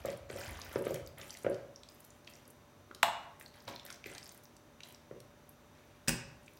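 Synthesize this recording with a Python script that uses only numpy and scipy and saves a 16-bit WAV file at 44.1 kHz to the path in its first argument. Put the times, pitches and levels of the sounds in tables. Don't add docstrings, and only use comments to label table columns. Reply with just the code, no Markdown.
import sys
import numpy as np
from scipy import signal
from scipy.fft import rfft, irfft
from scipy.io import wavfile

SR = 44100
rng = np.random.default_rng(int(sys.argv[2]) if len(sys.argv) > 2 else 0)


def materialize(psi):
    bounded = np.clip(np.atleast_2d(psi).T, -1, 1)
    quanta = np.round(bounded * 32767).astype(np.int16)
    wavfile.write(sys.argv[1], SR, quanta)


N = 290619
T = np.arange(N) / SR
AGE = T[:SR // 2]

# t/s, length/s, squelch level/dB, film crackle level/dB
HAND_GRIPS = [(0, .04, -60, -72), (0.053, 0.058, -51.5, -68), (0.293, 0.085, -55, -60),
              (0.381, 0.31, -49, -57), (0.711, 0.032, -49, -59), (0.841, 0.12, -52, -58),
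              (1.177, 0.058, -54.5, -61), (1.269, 0.16, -63, -62.5), (1.506, 0.089, -62.5, -78),
              (1.89, .3, -71, -70), (2.275, .13, -65, -70.5), (3.397, 0.022, -61, -61),
              (3.538, .05, -63.5, -71), (3.673, 0.053, -52.5, -68), (3.848, 0.072, -57, -65),
              (4.065, .1, -54.5, -60), (4.19, 0.19, -65, -68), (4.828, 0.082, -63, -68),
              (5.738, 0.43, -69, -77.5), (6.416, .15, -82, -74.5)]
# f/Hz, relative level/dB
SQUELCH_SPECTRUM = [(200, 14.5), (450, -2.5), (700, 2.5), (1100, -3), (2000, 3), (3500, -3.5), (6000, -8),
                    (9000, -28)]
# t/s, level before damping/dB, f/Hz, raggedness/octaves
AIR_POPS = [(.057, -37.5, 7600, 1.1), (.102, -39, 5060, 0.68), (.301, -36.5, 2000, .6),
            (0.414, -37, 1500, .35), (0.555, -41, 1200, 0.36), (.59, -40.5, 1108, 0.25),
            (0.616, -33, 4970, .5), (0.664, -37.5, 1930, 0.58), (.867, -36, 2180, 0.38),
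            (0.943, -34, 6540, 1.6), (1.214, -37, 3520, 0.74), (1.296, -38.5, 3470, .3),
            (1.306, -34, 5870, .45), (1.35, -40, 2090, .35), (1.371, -42, 4380, 0.95),
            (1.464, -34.5, 1923, 0.35), (1.544, -44, 4350, 0.66), (1.76, -40.5, 5540, 0.25),
            (1.834, -43.5, 4020, 0.75), (1.888, -40.5, 5060, 0.47), (2.048, -41.5, 12600, 0.23),
            (2.275, -39.5, 2670, 0.63), (2.912, -40.5, 1400, 0.6), (2.948, -39.5, 5330, 0.89),
            (3.411, -40.5, 1890, 0.65), (3.461, -40, 4390, 0.2), (3.679, -32.5, 3740, 0.54),
            (3.761, -35, 3990, 0.35), (3.796, -38, 3480, 0.55), (3.852, -40, 12400, 0.44),
            (3.863, -43, 4500, 1.4), (3.902, -37.5, 1310, .35), (3.903, -38.5, 4250, .9),
            (3.926, -38.5, 6100, .6), (4.041, -37, 2300, 0.69), (4.0596, -36.5, 2420, 0.79),
            (4.15, -41, 3590, 0.98), (4.181, -36.5, 4600, .8), (4.229, -42.5, 5230, 0.35),
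            (4.292, -38.5, 6370, .45), (4.376, -46, 10200, 0.38), (4.566, -49, 5780, 0.71),
            (4.8049, -39, 2670, 0.7), (4.834, -33, 3940, 0.42), (5.203, -46.5, 5440, 1.15),
            (5.493, -42, 11800, .3), (6.48, -42, 2370, 0.45)]
# t/s, level/dB, f of the flexing base/Hz, relative load/dB, relative contact hardness/dB
BOWL_KNOCKS = [(0.049, -27.5, 543, -1, 1.5), (0.066, -36, 537, 8, -2), (0.085, -34, 570, 4, -4),
               (0.301, -34.5, 465, 2, 1), (0.358, -35.5, 535, -2, -1), (0.758, -22, 462, 0.5, -0.5),
               (0.867, -24, 480, -3, -1), (0.907, -28.5, 550, 2, -16), (1.193, -45.5, 600, 7, 8),
               (1.446, -28.5, 477, 6, 5), (1.465, -19.5, 516, -2.5, -6), (2.908, -48.5, 356, -6, 0),
               (3.68, -41, 566, -2, 11), (4.060, -41.5, 390, 8.5, -7), (5.111, -37, 466, 5.5, -1.5)]
# f/Hz, relative level/dB, t60/s
BOWL_MODES = [(332.4, -18, 0.18), (389, -13, 0.14), (425, -15.5, .08), (506, -21, 0.2), (561, -15.5, .3),
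              (562, -29, 0.085), (655, -37, 0.18)]
# t/s, level/dB, f/Hz
TABLE_THUDS = [(.005, -45.5, 75.5), (.21, -50, 79), (0.331, -44, 94), (.475, -40, 94), (.51, -37.5, 83.4),
               (0.676, -45, 79), (.919, -39.5, 148), (1.018, -43, 84), (3.04, -56.5, 134),
               (3.668, -48, 110), (4.07, -51, 110), (6.088, -47, 68), (6.101, -40, 130)]
# f/Hz, relative level/dB, t60/s
POCKET_MODES = [(688, -16, 0.046), (873, -11, 0.031), (947, -20, 0.054), (1047, -19.5, 0.053),
                (1220, -31, .025), (2950, -15.5, 0.027), (3470, -19, .012)]
# t/s, level/dB, length/s, squirt f/Hz, relative overtones/dB, relative spray/dB
FLESH_SPLATS = [(3.0279, -30.5, 0.0026, 3430, -16, -13), (3.0306, -17.5, 0.00053, 3400, -2, -8.5),
                (3.031, -26.5, 0.0048, 3280, -13, -9), (3.676, -48.5, 0.025, 893, -17, -8.5),
                (4.057, -51.5, 0.022, 1955, -23, -4), (6.0755, -39.5, 0.0073, 1700, -9, -3),
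                (6.0814, -29.5, 0.0062, 2316, 2, 1.5), (6.0918, -29, 0.0032, 2470, -2.5, 6)]
# multiple of the squirt's f, relative level/dB
SLIT_MODES = [(2.22, 0.5), (3.35, -0.5)]
# f/Hz, relative level/dB
SPRAY_SPECTRUM = [(30, -37), (110, 14), (300, 6.5), (550, 0), (900, -4), (1500, 2.5), (3000, -2.5),
                  (5000, 2), (7500, -3), (11000, -7.5), (15000, -4.5)]
# f/Hz, relative level/dB, t60/s
DISH_MODES = [(251.4, -10.5, 0.34), (329, -2, .15), (380, -7, 0.2), (546.4, -7, 0.22), (1484, -2.5, 0.11),
              (2253, -6, 0.14), (2484, -3, 0.17), (2555, -16, 0.51), (2560, -9, 0.09), (5600, -5, 0.052),
              (6200, -9, 0.038), (8140, 9, 0.037)]
# delay/s, level/dB
WALL_ECHOES = [(0.017, -8.5), (0.0376, -10.5), (0.0504, -8.5), (0.074, -21)]
# f/Hz, t60/s, level/dB
REVERB_BANDS = [(101, 0.72, 0.5), (390, 0.56, -1), (905, 0.65, -0.5), (1920, 0.66, -3), (2900, 0.55, -3),
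                (5970, 0.46, -4.5), (10100, 0.27, -6.5), (16100, 0.21, -5)]
# f/Hz, relative level/dB
ROOM_TONE_SPECTRUM = [(20, -36), (45, -4.5), (75, -4.5), (150, -10.5), (300, -8), (600, -13.5),
                      (1000, -13.5), (2000, -21.5), (4000, -27), (5650, -30), (5900, -21.5), (6150, -27.5),
                      (8000, -33.5), (16000, -34.5)]
# f/Hz, level/dB
APPLIANCE_TONES = [(98, -73.5), (146, -72.5), (242, -72.5), (587, -71), (3671, -84)]


def kneading():
    swarm = bubbles(per_s=2200, lo_hz=347, hi_hz=7830, spread_db=4.0, cycles=10.8)
    squelch = colour(swarm, SQUELCH_SPECTRUM)
    crackle = bubbles(per_s=1400, lo_hz=5680, hi_hz=15300, spread_db=6.5, cycles=11)
    squeeze, peel = np.zeros((2, N))
    for start, length, squelch_db, crackle_db in HAND_GRIPS:
        pressure = grip_pressure(start, length)
        squeeze = np.maximum(squeeze, undb(squelch_db) * pressure)
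        peel = np.maximum(peel, undb(crackle_db) * pressure)
    return squeeze * squelch + peel * crackle


def grip_pressure(start, length, attack_s=0.0095, sag_db_per_s=28, release_t60=0.25):
    age = np.maximum(T - start + attack_s / 2, 0)
    rise = np.minimum(age / attack_s, 1)
    release = fade(np.maximum(T - start - length, 0), release_t60)
    return rise * undb(-sag_db_per_s * age) * release


def bubbles(per_s, lo_hz, hi_hz, spread_db, cycles):
    out = np.zeros(N)
    for when, pitch, faintness, sustain, bend in rng.random((int(per_s * N / SR), 5)):
        hz = lo_hz * (hi_hz / lo_hz) ** pitch
        gain = undb(-spread_db * np.log(max(faintness, .02))) * (hz / lo_hz) ** 0.73
        add(out, when * N / SR, gain * bubble(hz, cycles * (.5 + sustain), glide=0.4 * bend - .1))
    return unit(out)


def bubble(hz, cycles, glide):
    life = max(cycles, 2) / np.sqrt(hz * 2000)
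    t = T[:int(life * SR) + 3]
    phase = 2 * np.pi * hz * t * (1 + glide * t / life / 2)
    swell = 1 - np.exp(-(t * hz / 1.32) ** 2)
    wave = np.sin(phase) * fade(t, life) * swell
    return wave / np.abs(wave).max()


def pops(tear_s=0.0032, tear_db=-6, damping_db_per_octave=6):
    out = np.zeros(N)
    for s, db, hz, ragged in AIR_POPS + sticky_threads():
        octaves = np.clip(ragged, .1, 2)
        fizz = band_noise(hz / 2 ** octaves, hz * 2 ** octaves, size=1024)
        tear = fizz * np.exp(-(T[:1024] / tear_s) ** 2)
        add(out, s, undb(db - damping_db_per_octave * octaves) * bubble(hz, cycles=17, glide=.05))
        add(out, s, undb(db + tear_db) * np.sqrt(octaves) * tear)
    return out


def sticky_threads(per_s=25, lo_hz=4580, hi_hz=15700, spread_db=4, ragged_octaves=0.42):
    min_crackle_db, linger_s = -76, .12
    rows = []
    for start, length, _, crackle_db in HAND_GRIPS:
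        if crackle_db < min_crackle_db:
            continue
        span = length + linger_s
        db = -52.5 + 0.39 * (crackle_db - min_crackle_db)
        for when, pitch, strength in rng.random((round(per_s * span), 3)):
            hz = lo_hz * (hi_hz / lo_hz) ** pitch
            rows.append((start + when * span, db + spread_db * (2 * strength - 1), hz, ragged_octaves))
    return rows


def bowl_knocks(flex_s=0.0023):
    out = np.zeros(N)
    swell = (AGE / flex_s) ** 2 * np.exp(2 - 2 * AGE / flex_s)
    for s, db, hz, load_db, hard_db in BOWL_KNOCKS:
        base = swell * np.sin(2 * np.pi * hz * AGE)
        wall = ring(BOWL_MODES, detune=0.0037) * onset(0.0049)
        load = ring([(126.8, -11, 0.11), (176.5, -14, 0.097)], detune=0.011) * onset(0.0077)
        contact = band_noise(850, 1860, len(AGE)) * fade(AGE, t60=0.051) * undb(-16.5)
        add(out, s, undb(db) * (base + wall + undb(load_db) * load + undb(hard_db) * contact))
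    return out


def table_thuds(t60=0.16):
    out = np.zeros(N)
    for s, db, hz in TABLE_THUDS:
        add(out, s, ring([(hz, db, t60)]) * onset(0.0012))
    return out


def air_clap(at_s=3.0305, db=-2.6, start_hz=4600, end_hz=980, drop_s=.00036):
    turns = end_hz * AGE + (start_hz - end_hz) * drop_s * onset(drop_s)
    chirp = -np.sin(2 * np.pi * turns) * fade(AGE, t60=0.0055) * onset(.00015)
    gap = signal.butter(3, [600, 5000], "band", fs=SR, output="sos")
    swell = 1 - np.exp(-(AGE / .0022) ** 2)
    burst, pocket = np.zeros((2, N))
    add(burst, at_s, undb(db) * signal.sosfilt(gap, chirp))
    add(pocket, at_s, undb(db) * ring(POCKET_MODES) * swell)
    return burst, pocket


def splats():
    out = np.zeros(N)
    for s, db, length, hz, overtones_db, spray_db in FLESH_SPLATS:
        overtones = [(multiple * hz, overtones_db + slit_db) for multiple, slit_db in SLIT_MODES]
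        squirt = sum(undb(part_db) * band_noise(part_hz / 1.073, part_hz * 1.184, len(AGE))
                     for part_hz, part_db in [(hz, 0.01)] + overtones)
        spray = undb(spray_db) * colour(rng.standard_normal(len(AGE)), SPRAY_SPECTRUM)
        add(out, s, undb(db) * (squirt + spray) * np.exp(-(AGE / length) ** 2))
    return out


def glass_dish(at_s=6.081, db=-35.5):
    out = np.zeros(N)
    add(out, at_s, undb(db) * ring(DISH_MODES) * onset(0.0075))
    return out


def kitchen(direct, echo_top_hz=900):
    band_hz, band_t60, band_db = np.transpose(REVERB_BANDS)
    t = T[:SR]
    log_f = np.log(np.maximum(np.arange(SR // 2 + 1), 1))
    noise = rfft(rng.standard_normal(SR))
    tail = 0
    for share, t60, db in zip(np.eye(len(band_hz)), band_t60, band_db):
        band = irfft(noise * np.interp(log_f, np.log(band_hz), share), SR)
        equal_energy = np.sqrt(2 * np.log(1000) / t60 / SR)
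        tail = tail + undb(db) * band * fade(t, t60) * equal_energy
    build_up = 1 - np.exp(-(t / 0.00066) ** 2)
    out = direct + signal.fftconvolve(direct, tail * build_up)[:N]
    dull = signal.sosfilt(signal.butter(1, echo_top_hz, fs=SR, output="sos"), direct)
    for delay, db in WALL_ECHOES:
        add(out, delay, undb(db) * dull)
    return out


def room_tone(air_db=-62):
    out = undb(air_db) * colour(rng.standard_normal(N), ROOM_TONE_SPECTRUM)
    for hz, db in APPLIANCE_TONES:
        drift = 0.019 * np.cumsum(rng.standard_normal(N))
        out += undb(db) * np.sqrt(2) * np.sin(2 * np.pi * hz * T + drift)
    return out


def undb(db):
    return 10 ** (np.asarray(db) / 20)


def unit(x):
    return x / np.sqrt(np.mean(x ** 2))


def add(track, s, sound):
    i = max(int(s * SR), 0)
    track[i:i + len(sound)] += sound[:max(N - i, 0)]


def colour(x, points):
    hz, db = np.transpose(points)
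    f = np.maximum(np.fft.rfftfreq(len(x), 1 / SR), 1)
    gain = undb(np.interp(np.log(f), np.log(hz), db))
    return unit(irfft(rfft(x) * gain, len(x)))


def band_noise(lo_hz, hi_hz, size):
    sos = signal.butter(2, [lo_hz, min(hi_hz, SR / 2 - 1000)], "band", fs=SR, output="sos")
    return unit(signal.sosfilt(sos, rng.standard_normal(size)))


def onset(rise_s):
    return 1 - np.exp(-AGE / rise_s)


def fade(t, t60):
    return np.exp(-np.log(1000) * t / t60)


def ring(modes, detune=0.):
    out = 0
    for hz, db, t60 in modes:
        detuned_hz = hz * (1 + detune * rng.standard_normal())
        out = out + undb(db) * fade(AGE, t60) * np.sin(2 * np.pi * detuned_hz * AGE)
    return out


def scene(burst_aimed=0.52, pops_aimed=0.18):
    burst, pocket = air_clap()
    snaps = pops()
    handling = bowl_knocks() + table_thuds() + kneading() + splats() + glass_dish() + pocket
    into_room = handling + (1 - burst_aimed) * burst + (1 - pops_aimed) * snaps
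    on_axis = burst_aimed * burst + pops_aimed * snaps
    return (kitchen(into_room) + on_axis + room_tone())[None]


def record(dry, low_cut_hz=45, top_hz=16000):
    thin = signal.sosfilt(signal.butter(2, low_cut_hz, "high", fs=SR, output="sos"), dry)
    return signal.sosfilt(signal.ellip(10, .2, 70, top_hz, fs=SR, output="sos"), thin)


dry = scene()
out = record(dry)
materialize(out)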